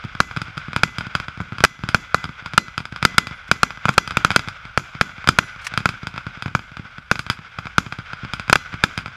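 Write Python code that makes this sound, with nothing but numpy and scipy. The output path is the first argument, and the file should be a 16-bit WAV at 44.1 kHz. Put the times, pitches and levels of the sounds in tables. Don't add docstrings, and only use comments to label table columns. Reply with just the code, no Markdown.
import sys
import numpy as np
from scipy import signal
from scipy.fft import rfft, irfft, next_fast_len
from scipy.io import wavfile
from scipy.ndimage import minimum_filter1d, map_coordinates

SR = 44100
rng = np.random.default_rng(int(sys.argv[2]) if len(sys.argv) > 2 else 0)


def generate_wav(signal):
    frames = np.transpose(np.atleast_2d(signal))
    scaled = np.clip(frames, -1, 1) * 32767
    pcm = np.round(scaled).astype(np.int16)
    wavfile.write(sys.argv[1], SR, pcm)


N = 403956

# t/s, crack gain/dB, boom gain/dB, treble tilt/(dB per octave)
SHOT_CUES = [(0.049, -27.5, -20, 3.5), (0.2031, 11.5, -3.5, -3), (0.312, -13, -33, -5.5),
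             (0.3712, -9.5, -16.5, -0.5), (0.4173, -13.5, -21, 3.5), (0.578, -13.5, -26, 2),
             (0.6832, -19, -21.5, -6), (0.7631, 0, -12, -0.5), (0.834, 10, -4.5, -1), (0.9843, -11, -19, 4),
             (1.0086, -11, -26, -4), (1.152, -1.5, -16, 0), (1.2005, -10, -24, -0.5), (1.403, -7, -18, -15),
             (1.4141, -26, -22, 2), (1.5222, -15, -20, -6), (1.584, -14, -27, 0.5),
             (1.6053, -8.5, -18, -0.5), (1.6388, 23, -4, -2), (1.6486, 9.5, -8, 4),
             (1.8369, -10.5, -16.5, -4.5), (1.8891, -9.5, -18.5, 4.5), (1.9458, 10.5, -2, -2.5),
             (1.9543, -10, -30, -4), (2.1449, 10, -7.5, -7.5), (2.242, -11.5, -23.5, 1.5),
             (2.254, -19, -23, -1), (2.4605, -12.5, -28, 0.5), (2.5355, -11.5, -25, 0), (2.578, 16.5, 3, 2),
             (2.7789, -8, -20, 3), (2.8544, -14, -35, 0.5), (2.9616, -13.5, -35, 0), (3.0274, -2.5, -15, 1),
             (3.051, 13, 0.5, 3), (3.1812, 17, 2.5, 4), (3.2705, -12, -26, 2), (3.5141, 10, -4, 1.5),
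             (3.6319, 14.5, -2.5, -2.5), (3.706, -12, -36, -3.5), (3.8549, 1.5, -10.5, -5.5),
             (3.8843, -2, -21, -7), (3.891, 4.5, -7, -4), (3.9798, 21, 2.5, -1), (4.0763, -14, -26, 4.5),
             (4.1085, -10.5, -28, 1.5), (4.1706, 5, -8, 0.5), (4.2478, 9, -4.5, -1),
             (4.3052, -1.5, -17, -1.5), (4.3157, -9.5, -24, 3.5), (4.3615, 13, -1, 2.5),
             (4.3937, -10.5, -22, 2.5), (4.4856, -12, -33, 2.5), (4.7756, 8.5, -6, -6.5),
             (5.0116, 11, -3.5, -2), (5.2428, -13.5, -34, -5), (5.2744, -1.5, -16, 2),
             (5.2887, 8.5, -1, 4.5), (5.3871, 17, 1.5, -2.5), (5.7388, -12.5, -29, 1),
             (5.776, -1.5, -14.5, 2), (5.8569, 5.5, -7, -3), (5.8906, -8.5, -20.5, 3.5),
             (6.0318, -19, -22.5, -1.5), (6.0704, -10.5, -22, 2), (6.1788, -10.5, -26, -1.5),
             (6.267, -14, -19.5, -3), (6.4236, -11.5, -28, 2), (6.4596, -9, -15.5, -6.5),
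             (6.551, 3.5, -8, -7), (6.7696, -15.5, -30, -1.5), (6.7953, -24.5, -21.5, -4),
             (7.1138, 9.5, -4.5, -1), (7.1565, -11, -30, -1), (7.193, -11.5, -23, 5.5), (7.3, -3, -16, 4.5),
             (7.5879, -9, -31, -4.5), (7.6695, -12, -37, -4), (7.7819, 9.5, -2, -1),
             (7.9243, -9.5, -26, -2), (8.233, -28, -23, -8), (8.3357, -9, -21, 3.5),
             (8.397, -10.5, -25, 0.5), (8.4979, 3, -10.5, -1.5), (8.5283, 24.5, -6, -3),
             (8.5564, 8.5, -8, 1), (8.7405, -13.5, -20.5, -2.5), (8.838, 9, -3.5, 2), (8.9771, -9, -18, 4),
             (9.0599, -11, -26, -2.5)]


def amp(db):
    return 10 ** (np.asarray(db) / 20)


def unit_rms(x):
    return x / np.sqrt(np.mean(x ** 2) + 1e-20)


def unit_peak(response):
    return response / np.abs(irfft(response)).max()


def resonance(f, hz, width):
    return 1j * f * width / (hz * hz - f * f + 1j * f * width)


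def wobble(rate):
    knots = rng.standard_normal(int(N * rate / SR) + 4)
    return map_coordinates(knots, [np.arange(N) * rate / SR])


def filtered(x, response):
    n = x.shape[-1]
    padded = next_fast_len(n + SR // 10)
    return irfft(rfft(x, padded) * response(np.fft.rfftfreq(padded, 1 / SR)), padded)[..., :n]


def coloured(noise, eq):
    hz, db = np.transpose(eq)
    return unit_rms(filtered(noise, lambda f: amp(np.interp(np.log(f + 1), np.log(hz), db))))


def add(track, start, sound):
    part = track[max(round(start * SR), 0):][:len(sound)]
    part += sound[:len(part)]


def muzzle_blasts(shots, size=8192):
    out, t, f = np.zeros(N), np.arange(size) / SR, np.fft.rfftfreq(size, 1 / SR)
    front = case_ring(f)
    punch = amp(-3) * unit_peak(resonance(f, hz=540, width=700) / (1 + 1j * f / 2200))
    low_cut = (1j * f / (1j * f + 750)) ** 2
    fade = np.minimum(2 * (1 - t / t[-1]), 1)
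    for start, crack_db, boom_db, tilt in shots:
        near = np.clip((crack_db + 3) / 30, 0, 1)
        bounce_ms = 0.541 * np.exp(0.09 * rng.standard_normal())
        bounce = 0.33 * np.exp(-2j * np.pi * f * bounce_ms / 1000)
        brightness = (1 + 1j * f / 2000) ** (tilt / 6)
        early = scatter(t, db=-4 - 5 * near, t60=0.014)
        late = scatter(t, db=-7 - 35 * near, t60=0.15)
        diffuse = low_cut * rfft(early + late)
        crack = amp(crack_db) * (front * brightness * (1 + bounce + diffuse) + np.sqrt(near) * punch)
        push = ground_wave(f, hz=118.5 + 113.5 * near, cut_hz=220 + 300 * near)
        boom_tail = rfft(scatter(t, db=-12 - 10 * near, t60=0.25))
        boom = amp(boom_db - 11.1 * near) * push * (1 + boom_tail)
        add(out, start, -irfft(crack + boom) * fade)
    return out


def case_ring(f):
    # f/Hz, width/Hz, gain/dB
    case_bands = [(1190, 520, -5), (1256, 432, 27.5), (1392, 360, 4), (1825, 345, -20), (2450, 350, 7),
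                  (2837, 190, -18), (3338, 540, 7), (4904, 206, 14)]
    front = resonance(f, hz=730, width=2450) / (1 + 1j * f / 7000)
    for hz, width, db in case_bands:
        front *= 1 + (amp(db) - 1) * resonance(f, hz, width)
    return unit_peak(front)


def ground_wave(f, hz, cut_hz, low_cut_hz=95):
    turf = 1 / (1 - (f / cut_hz) ** 2 + 1.4j * f / cut_hz)
    low_cut = 1j * f / (1j * f + low_cut_hz)
    return unit_peak(resonance(f, hz, width=0.79 * hz) * turf * low_cut)


def scatter(t, db, t60):
    tail = rng.standard_normal(len(t)) * amp(-60 * t / t60) * (1 - np.exp(-t / 0.0012))
    return amp(db) * tail / np.linalg.norm(tail)


def grass_sizzle(send_db=-56, cap_db=9, early_t60=0.069, late_t60=0.51):
    # f/Hz, level/dB
    sizzle_eq = [(400, -21), (1400, -28), (2400, 5), (4800, 17), (7200, 17.5), (8500, 0), (12500, 8.5),
                 (16000, -24)]
    power, t = np.zeros(N), np.arange(SR // 2) / SR
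    decay = 4 * amp(-60 * t / early_t60) + amp(-60 * t / late_t60)
    envelope = decay * (1 - np.exp(-t / 0.00022))
    for start, crack_db, *_ in SHOT_CUES:
        add(power, start, (amp(min(crack_db, cap_db) + send_db) * envelope) ** 2)
    blades = rng.standard_normal(N) * amp(1.4 * wobble(500))
    return np.sqrt(power) * coloured(blades, sizzle_eq)


def rolling_booms(send_db=-27, cap_db=-17, rise_s=0.0092, t60=0.51):
    power, t = np.zeros(N), np.arange(SR) / SR
    envelope = amp(send_db - 60 * t / t60) * (1 - np.exp(-t / rise_s))
    for start, _, boom_db, _ in SHOT_CUES:
        add(power, start, (amp(min(boom_db, cap_db)) * envelope) ** 2)
    lumps = rng.standard_normal(N) * amp(6.1 * wobble(60))
    return np.sqrt(power) * unit_rms(filtered(lumps, lambda f: ground_wave(f, hz=138, cut_hz=200)))


def steel_ring(gain_db=-39, threshold_db=9.5):
    # f/Hz, relative level/dB, t60/s
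    steel_modes = [(2019, 0, .7), (3402, -11, 1.0), (4102, -17, .5), (4780, -17, .5), (5879, -19, .6)]
    out, t = np.zeros(N), np.arange(SR) / SR
    hz, mode_db, t60 = np.transpose(steel_modes)
    partials = amp(-60 * t / t60[:, None]) * np.sin(2 * np.pi * hz[:, None] * t)
    for start, crack_db, *_ in SHOT_CUES:
        jitter_db = rng.normal(0, 2.8, len(hz))
        if crack_db > threshold_db:
            bright_db = 0.55 * (crack_db - threshold_db) * np.log2(hz / hz[0])
            add(out, start, amp(gain_db + mode_db + jitter_db + bright_db) @ partials)
    return out


def reloading():
    # t/s, level/dB, rise/s, t60/s
    bolt_strokes = [(3.478, -35, .004, .04), (3.925, -30, .008, 0.064), (3.938, -24, 0.0018, 0.024),
                    (5.612, -42, .003, 0.21), (5.644, -25.5, 0.0031, 0.083), (5.667, -14, 0.0012, 0.032)]
    # t/s, f/Hz, level/dB, t60/s
    brass_pings = [(3.345, 9700, -66, .3), (3.345, 13900, -68, .2), (5.43, 9950, -58, .45),
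                   (5.435, 10070, -58, .3), (5.43, 11000, -59, .2), (5.44, 15100, -62, .25)]
    # f/Hz, level/dB
    scrape_eq = [(300, -29), (1100, 1.5), (1900, 6.5), (3000, -1.5), (5000, -3), (8000, -11),
                 (11000, -15.5), (16000, -17)]
    out, t = np.zeros(N), np.arange(SR // 2) / SR
    for start, db, rise, t60 in bolt_strokes:
        scrape = coloured(rng.standard_normal(len(t)), scrape_eq)
        add(out, start, scrape * amp(db - 60 * t / t60) * (1 - np.exp(-t / rise)))
    for start, hz, db, t60 in brass_pings:
        ping = np.sin(2 * np.pi * hz * t)
        add(out, start, ping * amp(db - 60 * t / t60) * (1 - np.exp(-t / 0.0023)))
    return out


def far_rifles(count=70):
    moment, distance, weight, dullness = rng.uniform(0, 1, (count, 4)).T
    starts = (np.arange(count) + moment) * N / SR / count
    loss_db = 16.5 * np.sqrt(distance)
    crack_db = -7.5 - loss_db - 6 * weight
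    boom_db = -17 - loss_db - 7 * (1 - weight)
    return muzzle_blasts(zip(starts, crack_db, boom_db, -4 * dullness), size=4096)


def tree_line_echo(wash_db=-0.5, rumble_db=-9.5):
    # t/s, level/dB
    echo_level = [(0.0, -39), (0.61, -37.5), (1.84, -40), (1.99, -41), (2.4, -40), (2.83, -44),
                  (3.14, -37.5), (3.47, -40.5), (4.26, -35.5), (4.8, -41.5), (5.49, -37), (7.09, -44),
                  (7.78, -40), (8.04, -38.5), (8.83, -37), (9.16, -39.5)]
    # f/Hz, level/dB
    wash_eq = [(150, -77), (450, -20), (1020, -13), (1300, -3.5), (1500, 2), (1700, -10.5), (1880, -14),
               (2120, -7), (2400, -8), (2900, -16), (3350, -13.5), (4300, -27), (4850, -22), (8000, -42.5),
               (16000, -97)]
    # f/Hz, level/dB
    rumble_eq = [(12, -26), (28, 0.5), (55, 9.5), (110, 3.5), (180, -3.5), (280, -18.5), (700, -44)]
    level = amp(np.interp(np.arange(N) / SR, *np.transpose(echo_level)))
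    wash = coloured(rng.standard_normal(N) * amp(1.15 * wobble(350) + 2.36 * wobble(45)), wash_eq)
    rumble = coloured(rng.standard_normal(N) * amp(0.9 * wobble(25)), rumble_eq)
    return level * (amp(wash_db) * wash + amp(rumble_db) * rumble)


def overload_duck(x, allowed_share=0.16, db_per_share=80, hold_s=0.14, glide_s=0.0038):
    window, hold = SR // 50, int(hold_s * SR)
    hot_share = signal.lfilter(np.ones(window) / window, 1, np.abs(x) > 0.6)
    duck_db = -db_per_share * np.maximum(hot_share - allowed_share, 0)
    held_db = minimum_filter1d(duck_db, hold, origin=(hold - 1) // 2)
    step = 1 / (glide_s * SR)
    return x * amp(signal.lfilter([step], [1, step - 1], held_db))


def scene():
    hiss = amp(-73) * rng.standard_normal(N)
    firing_line = muzzle_blasts(SHOT_CUES) + grass_sizzle() + steel_ring() + far_rifles()
    return (firing_line + rolling_booms() + tree_line_echo() + reloading() + hiss)[None]


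def record(dry):
    hardness, rolloff_hz, top_hz = 14, 12300, 15600
    x = overload_duck(dry)
    for ceiling in (1, 0.98):
        x = x / (1 + np.abs(x / ceiling) ** hardness) ** (1 / hardness)
        x = filtered(x, lambda f: 1 / np.sqrt((1 + (f / rolloff_hz) ** 8) * (1 + (f / top_hz) ** 100)))
    return x


dry = scene()
out = record(dry)
generate_wav(out)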